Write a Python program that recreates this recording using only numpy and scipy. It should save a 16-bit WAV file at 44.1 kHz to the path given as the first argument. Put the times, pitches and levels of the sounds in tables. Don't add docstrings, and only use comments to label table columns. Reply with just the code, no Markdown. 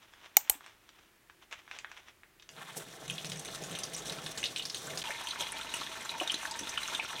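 import sys
import numpy as np
from scipy import signal
from scipy.fft import rfft, irfft
from scipy.io import wavfile

SR = 44100
rng = np.random.default_rng(int(sys.argv[2]) if len(sys.argv) > 2 else 0)


def wrap_up_sound(samples):
    columns = np.atleast_2d(samples).T
    tamed = np.clip(columns, -1, 1)
    steps = np.round(tamed * 32767).astype(np.int16)
    wavfile.write(sys.argv[1], SR, steps)


N = 317520
TIME = np.arange(N) / SR
TAP_ON_S, BREAK_START_S, BREAK_END_S = 2.5, 5.031, 5.039

# frequency in Hz, level in dB.
PLASTIC_TONE = [(150, -44), (280, -16), (560, -6), (950, -0.5), (3500, -1.5), (4570, -14.5), (5930, -8.5),
                (6940, -16.5), (16000, -41.5)]


def tap():
    # frequency in Hz, level in dB.
    past_tone = [(35, -85), (60, -12.5), (146, 9), (222, 1), (651, 2.5), (903, 0.5), (1410, -4.5),
                 (2770, -9.5), (3580, -5.5), (4640, -18), (6000, -19.5), (8710, -18.5), (16000, -31)]
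    onto_tone = [(35, -45), (60, -13), (150, -11), (417, -10), (732, -9.5), (930, -1), (1400, -4.5),
                 (1650, -8), (3500, -8), (4750, -12), (6000, -1.5), (9130, -12), (14900, -12), (16000, -32)]
    # pitch in Hz, width in Hz, boost in dB.
    past_sink = [(450, 110, 4.5), (650, 9.2, 9.5), (777, 50, 5), (5840, 840, 7)]
    onto_sink = [(649, 12.5, 9.9), (3970, 520, 2.9), (9020, 1300, 9.8)]
    past_gains, onto_gains, boom_gain, hiss_gain = flow()
    large = bubbles(per_s=440, spread_db=3.7, cycles=13, low_hz=1150, high_hz=4500)
    fine = bubbles(per_s=190, spread_db=5.5, cycles=55, low_hz=4750, high_hz=10900)
    fizz = rms_one(kitchen(large + 0.5 * fine, wet_db=-0.5, t60=0.05, near_db=-3))
    drops = patter(per_s=1500, spread_db=8)
    past = stream(past_gains, past_tone, past_sink, fizz, drops, bubble_share=0.57)
    onto = stream(onto_gains, onto_tone, onto_sink, fizz, drops, bubble_share=0.7)
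    basin = resonance(resonance(rng.standard_normal(N), 916, 115), 916, 115)
    onto += amp(-55.5 + 4.5 * drift(19)) * rms_one(basin)
    sink_floor = resonance(resonance(rng.standard_normal(N), 156.5, 20), 157, 62)
    boom = boom_gain * rms_one(sink_floor)
    sputter = hiss_gain * rms_one(band(rng.standard_normal(N) + 0.5 * drops, 5900, 10700, order=1))
    rumble = amp(-72.5) * rms_one(band(rng.standard_normal(N), 50, 53))
    rumble *= np.clip(TIME - TAP_ON_S, 0, 1)
    return (np.where(TIME < BREAK_START_S, past + boom + sputter, onto) + rumble) * (TIME > TAP_ON_S)


def flow():
    # time in seconds, change in dB.
    bare_sink = [(2.9, -1.5), (3.28, 1), (3.45, -2), (3.72, 3), (3.9, -4), (4.14, 4), (4.62, -8.5),
                 (4.77, -17), (4.92, -12)]
    # middle in seconds, half length in seconds, full swell in dB.
    spills = [(4.852, 0.12, 13.5), (4.98, 0.054, 10), (5.42, 0.024, 10.5), (5.79, 0.06, 4.5),
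              (6.93, 0.027, 6)]
    # middle in seconds, half length in seconds,
    # then the levels of drumming, bubbling and hiss in dB.
    air_spurts = [(2.586, 0.029, -55, -48, -64), (2.624, 0.013, -75, -47, -59),
                  (2.696, 0.058, -90, -49, -63), (2.775, 0.011, -44, -54, -40.5),
                  (2.802, 0.038, -51.5, -48.5, -51.5)]
    # middle in seconds, half length in seconds, boost in dB.
    floor_hits = [(3.118, 0.035, 15), (3.282, 0.041, 13), (3.358, 0.047, 14), (3.73, 0.043, 8)]
    past_db, onto_db = (-49.5, -48, -52.5), (-50, -43, -54)
    sink_shares, spill_shares = (0.72, 0.5, 0.18), (0.81, 0.69, 0.69)
    running_s = np.maximum(TIME - TAP_ON_S, 0)
    opening_db = -16 * np.exp(-running_s / 0.33)
    on_sink_db = np.interp(TIME, *np.transpose(bare_sink))
    spill_db = sum(db * hump(s, half_s) for s, half_s, db in spills)
    swell_db = np.outer(spill_shares, spill_db)
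    spurts = sum(np.outer(amp(levels_db), hump(s, half_s)) for s, half_s, *levels_db in air_spurts)
    past = amp(past_db)[:, None] * amp(opening_db + np.outer(sink_shares, on_sink_db) + swell_db)
    past[:2] = np.hypot(past[:2], spurts[:2])
    onto = amp(onto_db)[:, None] * amp(swell_db)
    surge_db = sum(db * hump(s, half_s) for s, half_s, db in floor_hits)
    damping_db = 7 * running_s
    boom = amp(-53 + opening_db + on_sink_db + surge_db + spill_db - damping_db)
    hiss = np.hypot(amp(-67), spurts[2])
    return past, onto, boom, hiss


def stream(gains, tone, sink, fizz, drops, bubble_share):
    wash = colour(rng.standard_normal(N) + 0.33 * drops + bubble_share * fizz, tone)
    wash += sum((amp(boost_db) - 1) * resonance(wash, hz, width) for hz, width, boost_db in sink)
    drumming, bubbling, spraying = gains
    wobble = drift(70)
    drum = drumming * amp(1.6 * drift(40)) * rms_one(band(wash, 35, 900))
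    gurgle = bubbling * amp(0.52 * wobble) * rms_one(band(wash, 900, 4500, order=3))
    spray = spraying * amp(2.83 * wobble + drift(82)) * rms_one(band(wash, 4500, 19000, order=3))
    return drum + gurgle + spray


def bubbles(per_s, spread_db, cycles, low_hz, high_hz, count=4000, size=900):
    when, pitch, chance, strength, life = rng.random((count, 5)).T[:, :, None]
    hz, t = low_hz * (high_hz / low_hz) ** pitch, TIME[:size]
    formed = chance < per_s * N / SR / count
    height = amp(-spread_db * np.log(np.maximum(strength, .02))) * np.sqrt(hz) * formed
    age = hz * t / (cycles * (.5 + life))
    phase = 2 * np.pi * hz * t * (1 + 0.13 * np.minimum(age, 1))
    rings = height * np.exp(-np.log(1000) * age) * np.sin(phase)
    at = (when * N).astype(int) + np.arange(size)
    return rms_one(np.bincount(at.ravel(), rings.ravel())[:N])


def squelches():
    # start in seconds, level in dB, pitch in Hz, spray adjustment in dB.
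    air_pockets = [(3.0988, -25.5, 3060, -11), (3.181, -25, 3170, -39), (3.246, -28.5, 3450, -7.5),
                   (3.297, -33, 7540, -14), (3.3178, -28, 4100, -11), (3.3944, -33, 7950, -13),
                   (3.449, -39.5, 3940, 1.5), (3.48, -31.5, 3350, -19), (3.5481, -36.5, 3780, -3.5),
                   (3.637, -38.5, 5400, -1), (3.712, -43, 3820, 4), (3.7509, -27, 3050, -13),
                   (3.788, -35, 4600, -2.5), (3.834, -24.5, 5200, -8), (3.948, -31.5, 5700, -12.5),
                   (3.9649, -38.5, 6500, 1), (4.056, -36, 3780, -2), (4.0968, -25.5, 3620, -16),
                   (4.122, -34, 4200, -5), (4.2621, -24.5, 3280, -13.5), (4.314, -44, 5470, 1),
                   (4.375, -27, 4140, -9), (4.4297, -23.5, 2440, -19), (4.4394, -20, 3340, -16.5),
                   (4.456, -23.5, 3880, -23), (4.561, -21, 3170, -19), (4.595, -23.5, 3160, -24),
                   (4.623, -32, 4040, -17), (4.653, -26.5, 4600, -11), (4.698, -27, 4500, -12.5),
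                   (4.7455, -25.5, 3600, -12), (4.903, -30.5, 2330, -20), (4.9741, -26, 4240, -11),
                   (5.017, -25.5, 3100, -22), (5.072, -31, 3050, -27), (5.106, -26.5, 2030, -21),
                   (5.2708, -28, 3040, -19), (5.286, -31, 4320, -9), (5.307, -27, 3740, -15),
                   (5.407, -25.5, 3180, -12), (5.423, -30.5, 3310, -34), (5.5202, -29.5, 9040, -16),
                   (5.612, -33.5, 3280, -9.5), (5.739, -27, 2730, -7.5), (6.0925, -27, 3720, -23),
                   (6.1993, -25, 2780, -18), (6.275, -26.5, 3580, -12), (6.2977, -21, 2990, -40),
                   (6.318, -36, 3070, 2), (6.3421, -24.5, 3690, -10), (6.511, -33.5, 4600, -2),
                   (6.591, -37.5, 2480, 2.5), (6.6924, -28, 5770, -12), (6.775, -23.5, 2926, -27),
                   (6.832, -31.5, 3790, -9), (6.877, -34.5, 3220, -1), (6.948, -24, 3390, -19),
                   (6.9967, -21.5, 2440, -36), (7.163, -29, 3330, -34), (7.194, -29, 3560, -17)]
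    out = np.zeros(N)
    for s, db, hz, spray_db in air_pockets:
        if s < BREAK_START_S:
            sound = squelch(hz, spray_db, pop_db=-7, pop_t60=0.006, slap_octaves=0.67, t60=0.098)
        else:
            sound = squelch(hz, spray_db, pop_db=-3.5, pop_t60=0.012, slap_octaves=0.4, t60=0.047)
        add(out, s, amp(db) * sound)
    return out


def squelch(hz, spray_db, pop_db, pop_t60, slap_octaves, t60):
    low_hz, high_hz = hz / 2 ** (slap_octaves / 2), hz * 2 ** (slap_octaves / 2)
    slap = peak_one(band(burst(0.021) * (1 - dying(0.0046)), low_hz, high_hz, order=3))
    pop = peak_one(ring(hz, pop_t60, rise=0.069) * (1 - dying(0.0098)))
    froth = peak_one(band(crackle(t60), low_hz, high_hz))
    return 0.65 * slap + amp(pop_db) * pop + 0.58 * froth + amp(spray_db + 8.5) * droplets(t60)


def snaps():
    # start in seconds, crack and shell levels in dB,
    # the stud's pitch in Hz, level in dB and ring time in seconds, the socket's pitch in Hz and
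    # level in dB, the rim's pitch in Hz and level in dB, wait before the slap in seconds.
    studs = [(0.3686, -5.5, -8.5, 14130, -3.5, 0.0066, 6740, -18.5, 2260, -26, 0.0008),
             (0.4973, -5, -19, 13140, -8, 0.0061, 8230, -20, 3050, -18.5, 0.0021)]
    # pitch in Hz, level in dB, ring time in seconds.
    shell_notes = [(470, -17, 0.007), (765, -8, 0.02), (830, -8, 0.028), (1310, -16, 0.014),
                   (2230, -11, 0.02), (2950, -11, 0.017), (3620, -14.5, 0.017), (4320, -9, 0.015),
                   (4960, -18, 0.014), (5865, -5.5, 0.014), (6950, -8, 0.028), (7590, -6, .012),
                   (9550, -5, 0.008)]
    # frequency in Hz, level in dB.
    crack_tone = [(200, -20), (500, -13), (1500, -17), (3000, -11), (5200, -15), (6800, -2), (10500, -5),
                  (12800, 3), (14300, -4), (16000, -25)]
    out = np.zeros(N)
    for (s, crack_db, shell_db, stud_hz, stud_db, stud_t60,
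         socket_hz, socket_db, rim_hz, rim_db, wait_s) in studs:
        shell = sum((-1) ** k * amp(db) * ring(hz, t60) for k, (hz, db, t60) in enumerate(shell_notes))
        stud = peak_one(ring(stud_hz, stud_t60) * (1 - dying(0.0056)))
        crack = peak_one(colour(burst(0.0082), crack_tone))
        chatter = burst(0.18)
        shrill = resonance(chatter, stud_hz, 1200) + resonance(chatter, socket_hz, 1700)
        lid = resonance(chatter, 840, 130)
        buzz = peak_one(band(shrill, 6000, 22000) + 1.2 * lid)
        slap = peak_one(colour(burst(0.0079), crack_tone))
        add(out, s, amp(shell_db) * shell + amp(stud_db) * stud + amp(socket_db) * ring(socket_hz, 0.017))
        add(out, s, amp(crack_db) * crack + amp(rim_db) * ring(rim_hz, 0.013) + amp(-26) * buzz)
        add(out, s + wait_s, amp(-13) * slap + amp(-20) * band(shell, 3600, 5500))
    return band(out, 220, 22000, order=1)


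def gulps():
    # start in seconds, level in dB, pitch in Hz, the slop's fade time in seconds.
    slops = [(5.095, -40, 524, 0.06), (5.209, -36, 940, 0.025), (5.359, -28, 1240, 0.019),
             (6.212, -28.5, 674, 0.099), (6.215, -39, 317, 0.06), (6.341, -41.5, 278, 0.092),
             (6.431, -31.5, 924, 0.035), (6.453, -25.5, 1350, 0.015), (6.611, -38.5, 262, 0.22),
             (6.778, -27.5, 1360, 0.02), (6.884, -31, 1230, 0.038), (6.941, -30, 1450, 0.023),
             (6.993, -31, 860, 0.045), (7.104, -37, 910, 0.045), (7.131, -30, 1280, 0.11)]
    out = np.zeros(N)
    for s, db, hz, t60 in slops:
        slop = peak_one(resonance(resonance(crackle(t60), hz, hz * 0.5), hz, hz * 0.74))
        add(out, s, amp(db) * (1.18 * slop + 0.3 * ring(hz, t60 * 1.3, rise=0.05)))
    return out


def creases():
    # start in seconds, level in dB, pitch in Hz, added treble in dB.
    dents = [(0.137, -45, 1640, -9), (0.608, -41, 1260, -23), (0.663, -41.5, 1390, 2),
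             (0.891, -47.5, 1420, 5.5), (1.298, -44.5, 1610, -25.5), (1.512, -35.5, 2320, -10),
             (1.5264, -27.5, 2420, -6.5), (1.538, -37.5, 2190, -20), (1.678, -39.5, 1510, -20),
             (1.7131, -26, 2410, -14.5), (1.788, -34, 2750, 0.5), (1.8462, -27, 1770, -30),
             (1.916, -34.5, 1660, -8), (1.974, -35, 2330, -19), (2.084, -38.5, 2050, -9),
             (2.234, -43, 1985, -33), (2.398, -41.5, 3800, -23.5), (2.424, -40.5, 3750, -35),
             (2.491, -32.5, 2800, -3.5)]
    out = np.zeros(N)
    for s, db, hz, treble_db in dents:
        tick = peak_one(colour(ring(hz, 0.0037), PLASTIC_TONE))
        rasp = peak_one(colour(resonance(crackle(0.02), hz, 2100), PLASTIC_TONE))
        edge = peak_one(band(burst(0.0073), 2260, 6200))
        add(out, s, amp(db) * (tick + amp(treble_db) * edge) + amp(db / 2 - 23) * rasp)
    return out


def spatter():
    # start in seconds, level in dB.
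    showers = [(3.052, -38.5), (3.079, -32), (3.358, -33.5), (3.372, -34), (3.618, -40), (3.696, -36),
               (3.934, -32), (4.403, -30.5)]
    out = np.zeros(N)
    for s, db in showers:
        add(out, s, amp(db) * droplets(t60=0.045))
    return out


def droplets(t60, count=11):
    # frequency in Hz, level in dB.
    splash_tone = [(1000, 7), (3500, 12), (4900, 1), (6100, 11), (7500, 1.5), (9000, 7), (11000, 2),
                   (16000, -12)]
    out = 0.75 * crackle(t60)
    for wait, pitch, size in rng.random((count, 3)):
        bubble = ring(5000 * 2 ** pitch, 0.013)
        add(out, wait * wait * t60 / 2, 0.63 * size * (1 - 0.79 * wait) * bubble)
    return peak_one(colour(out * (1 - dying(0.0018)), splash_tone))


def plinks():
    # start in seconds, level in dB, bubble pitch in Hz.
    drips = [(5.088, -45, 1525), (5.159, -38, 2100), (5.539, -38, 2270), (5.599, -36, 1350),
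             (5.694, -37, 3770), (5.955, -37.5, 1310), (6.007, -36, 2070), (6.634, -34, 3400),
             (6.733, -36, 2400), (7.048, -34.5, 1360)]
    out = np.zeros(N)
    for s, db, hz in drips:
        add(out, s, amp(db) * ring(hz, t60=0.032, rise=0.035))
    return out


def rustle():
    # firmest moment in seconds, level in dB, swell and fade in seconds.
    strokes = [(0.03, -54, 0.016, 0.031), (0.265, -55, 0.12, 0.023), (0.553, -51.5, 0.15, 0.015),
               (0.68, -54.5, 0.084, 0.044), (1.0, -64.5, 0.18, 0.09), (1.425, -54, 0.0064, 0.018),
               (1.528, -42.5, 0.0066, 0.014), (1.59, -54.5, 0.022, 0.026), (1.76, -50, 0.056, 0.042),
               (1.98, -54, 0.083, 0.035), (2.09, -56, 0.033, 0.018)]
    power = sum(amp(db) ** 2 * np.exp(-2 * np.maximum((s - TIME) / swell_s, (TIME - s) / fade_s))
                for s, db, swell_s, fade_s in strokes)
    friction = rng.standard_normal(N) + 0.8 * patter(per_s=600, spread_db=4.3)
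    return np.sqrt(power) * amp(2 * drift(90)) * rms_one(colour(friction, PLASTIC_TONE))


def bumps():
    # start in seconds, level in dB, pitch in Hz, ring time in seconds.
    knocks = [(0.499, -45.5, 44.5, 0.092), (0.553, -53, 287, 0.09)]
    out = np.zeros(N)
    for s, db, hz, t60 in knocks:
        add(out, s, amp(db) * ring(hz, t60))
    return out


def kitchen(x, wet_db, t60, near_db):
    # frequency in Hz, level in dB.
    wall_tone = [(100, -0.5), (800, 0.5), (3500, 2.5), (4900, 1.5), (8000, 3), (10500, -15.5), (13500, -4),
                 (16000, -16)]
    near, tail = burst(0.032), burst(t60)
    onset = 1 - dying(0.02)
    echoes = amp(near_db) * near / np.linalg.norm(near) + amp(wet_db) * tail / np.linalg.norm(tail)
    return x + signal.oaconvolve(x, colour(onset * echoes, wall_tone))[:N]


def room_noise():
    # frequency in Hz, level in dB.
    room_tone = [(15, -35), (25, 0), (270, -8.5), (354, -2), (470, -10.5), (796, -12), (1890, -9),
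                 (4870, -18.5), (16000, -22)]
    return amp(-65.5) * rms_one(colour(rng.standard_normal(N), room_tone))


def crackle(t60, bursts_per_s=420, burst_t60=0.005):
    hiss = burst(t60)
    kicks = (rng.random(len(hiss)) < bursts_per_s / SR) * rng.uniform(0.78, 1, len(hiss))
    kicks[0] = 1
    power = signal.lfilter([1], [1, -amp(-60 / burst_t60 / SR) ** 2], kicks ** 2 + 1e-18)
    return hiss * np.sqrt(power)


def patter(per_s, spread_db):
    sizes = amp(spread_db * np.minimum(rng.exponential(1, N), 4)) * rng.choice([-1, 1], N)
    return rms_one(sizes * (rng.random(N) < per_s / SR))


def ring(hz, t60, rise=0):
    fade = dying(t60)
    return fade * np.sin(2 * np.pi * np.cumsum(hz * (1 + rise * (1 - fade))) / SR)


def burst(t60):
    fade = dying(t60)
    return fade * rng.standard_normal(len(fade))


def dying(t60, size=13000):
    return np.exp(-np.log(1000) * TIME[:size] / max(t60, 1e-4))


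def hump(s, half_s):
    return np.exp(-np.minimum(((TIME - s) / half_s) ** 2, 50))


def drift(rate):
    knots = rng.standard_normal(4096)
    return rms_one(np.interp(TIME * rate, np.arange(len(knots)), knots))


def colour(x, tone, size=4096):
    hz, db = np.transpose(tone)
    grid = np.maximum(np.arange(size // 2 + 1) * SR / size, 1)
    cepstrum = irfft(np.log(amp(np.interp(np.log(grid), np.log(hz), db))))
    cepstrum[1:size // 2] *= 2
    cepstrum[size // 2 + 1:] = 0
    return signal.oaconvolve(x, irfft(np.exp(rfft(cepstrum))))[:len(x)]


def band(x, low_hz, high_hz, order=2):
    edges = [low_hz, min(high_hz, SR / 2 - 1)]
    return signal.sosfilt(signal.butter(order, edges, "band", fs=SR, output="sos"), x)


def resonance(x, hz, width_hz):
    r = np.exp(-np.pi * width_hz / SR)
    feedback = [1, -2 * r * np.cos(2 * np.pi * hz / SR), r * r]
    return signal.lfilter(np.array([1, 0, -1]) * (1 - r * r) / 2, feedback, x)


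def add(track, s, sound):
    start = max(round(s * SR), 0)
    track[start:start + len(sound)] += sound[:len(track) - start]


def amp(db):
    return 10 ** (np.asarray(db) / 20)


def rms_one(x):
    return x / np.sqrt(np.mean(x ** 2) + 1e-20)


def peak_one(x):
    return x / (np.abs(x).max() + 1e-20)


def scene():
    pack = kitchen(snaps(), wet_db=-29, t60=0.3, near_db=-27)
    pack += kitchen(creases(), wet_db=-7, t60=0.24, near_db=-2.5) + rustle() + bumps()
    washing = tap()
    washing += kitchen(squelches() + gulps() + spatter() + plinks(), wet_db=-8.5, t60=0.27, near_db=-3)
    playing = (TIME < BREAK_START_S) | (TIME > BREAK_END_S)
    return (pack + washing * playing + room_noise())[None]


def record(dry):
    treble_cut = signal.ellip(10, .1, 80, 16000, fs=SR, output="sos")
    return signal.sosfilt(treble_cut, np.clip(dry, -1, 1))


dry = scene()
out = record(dry)
wrap_up_sound(out)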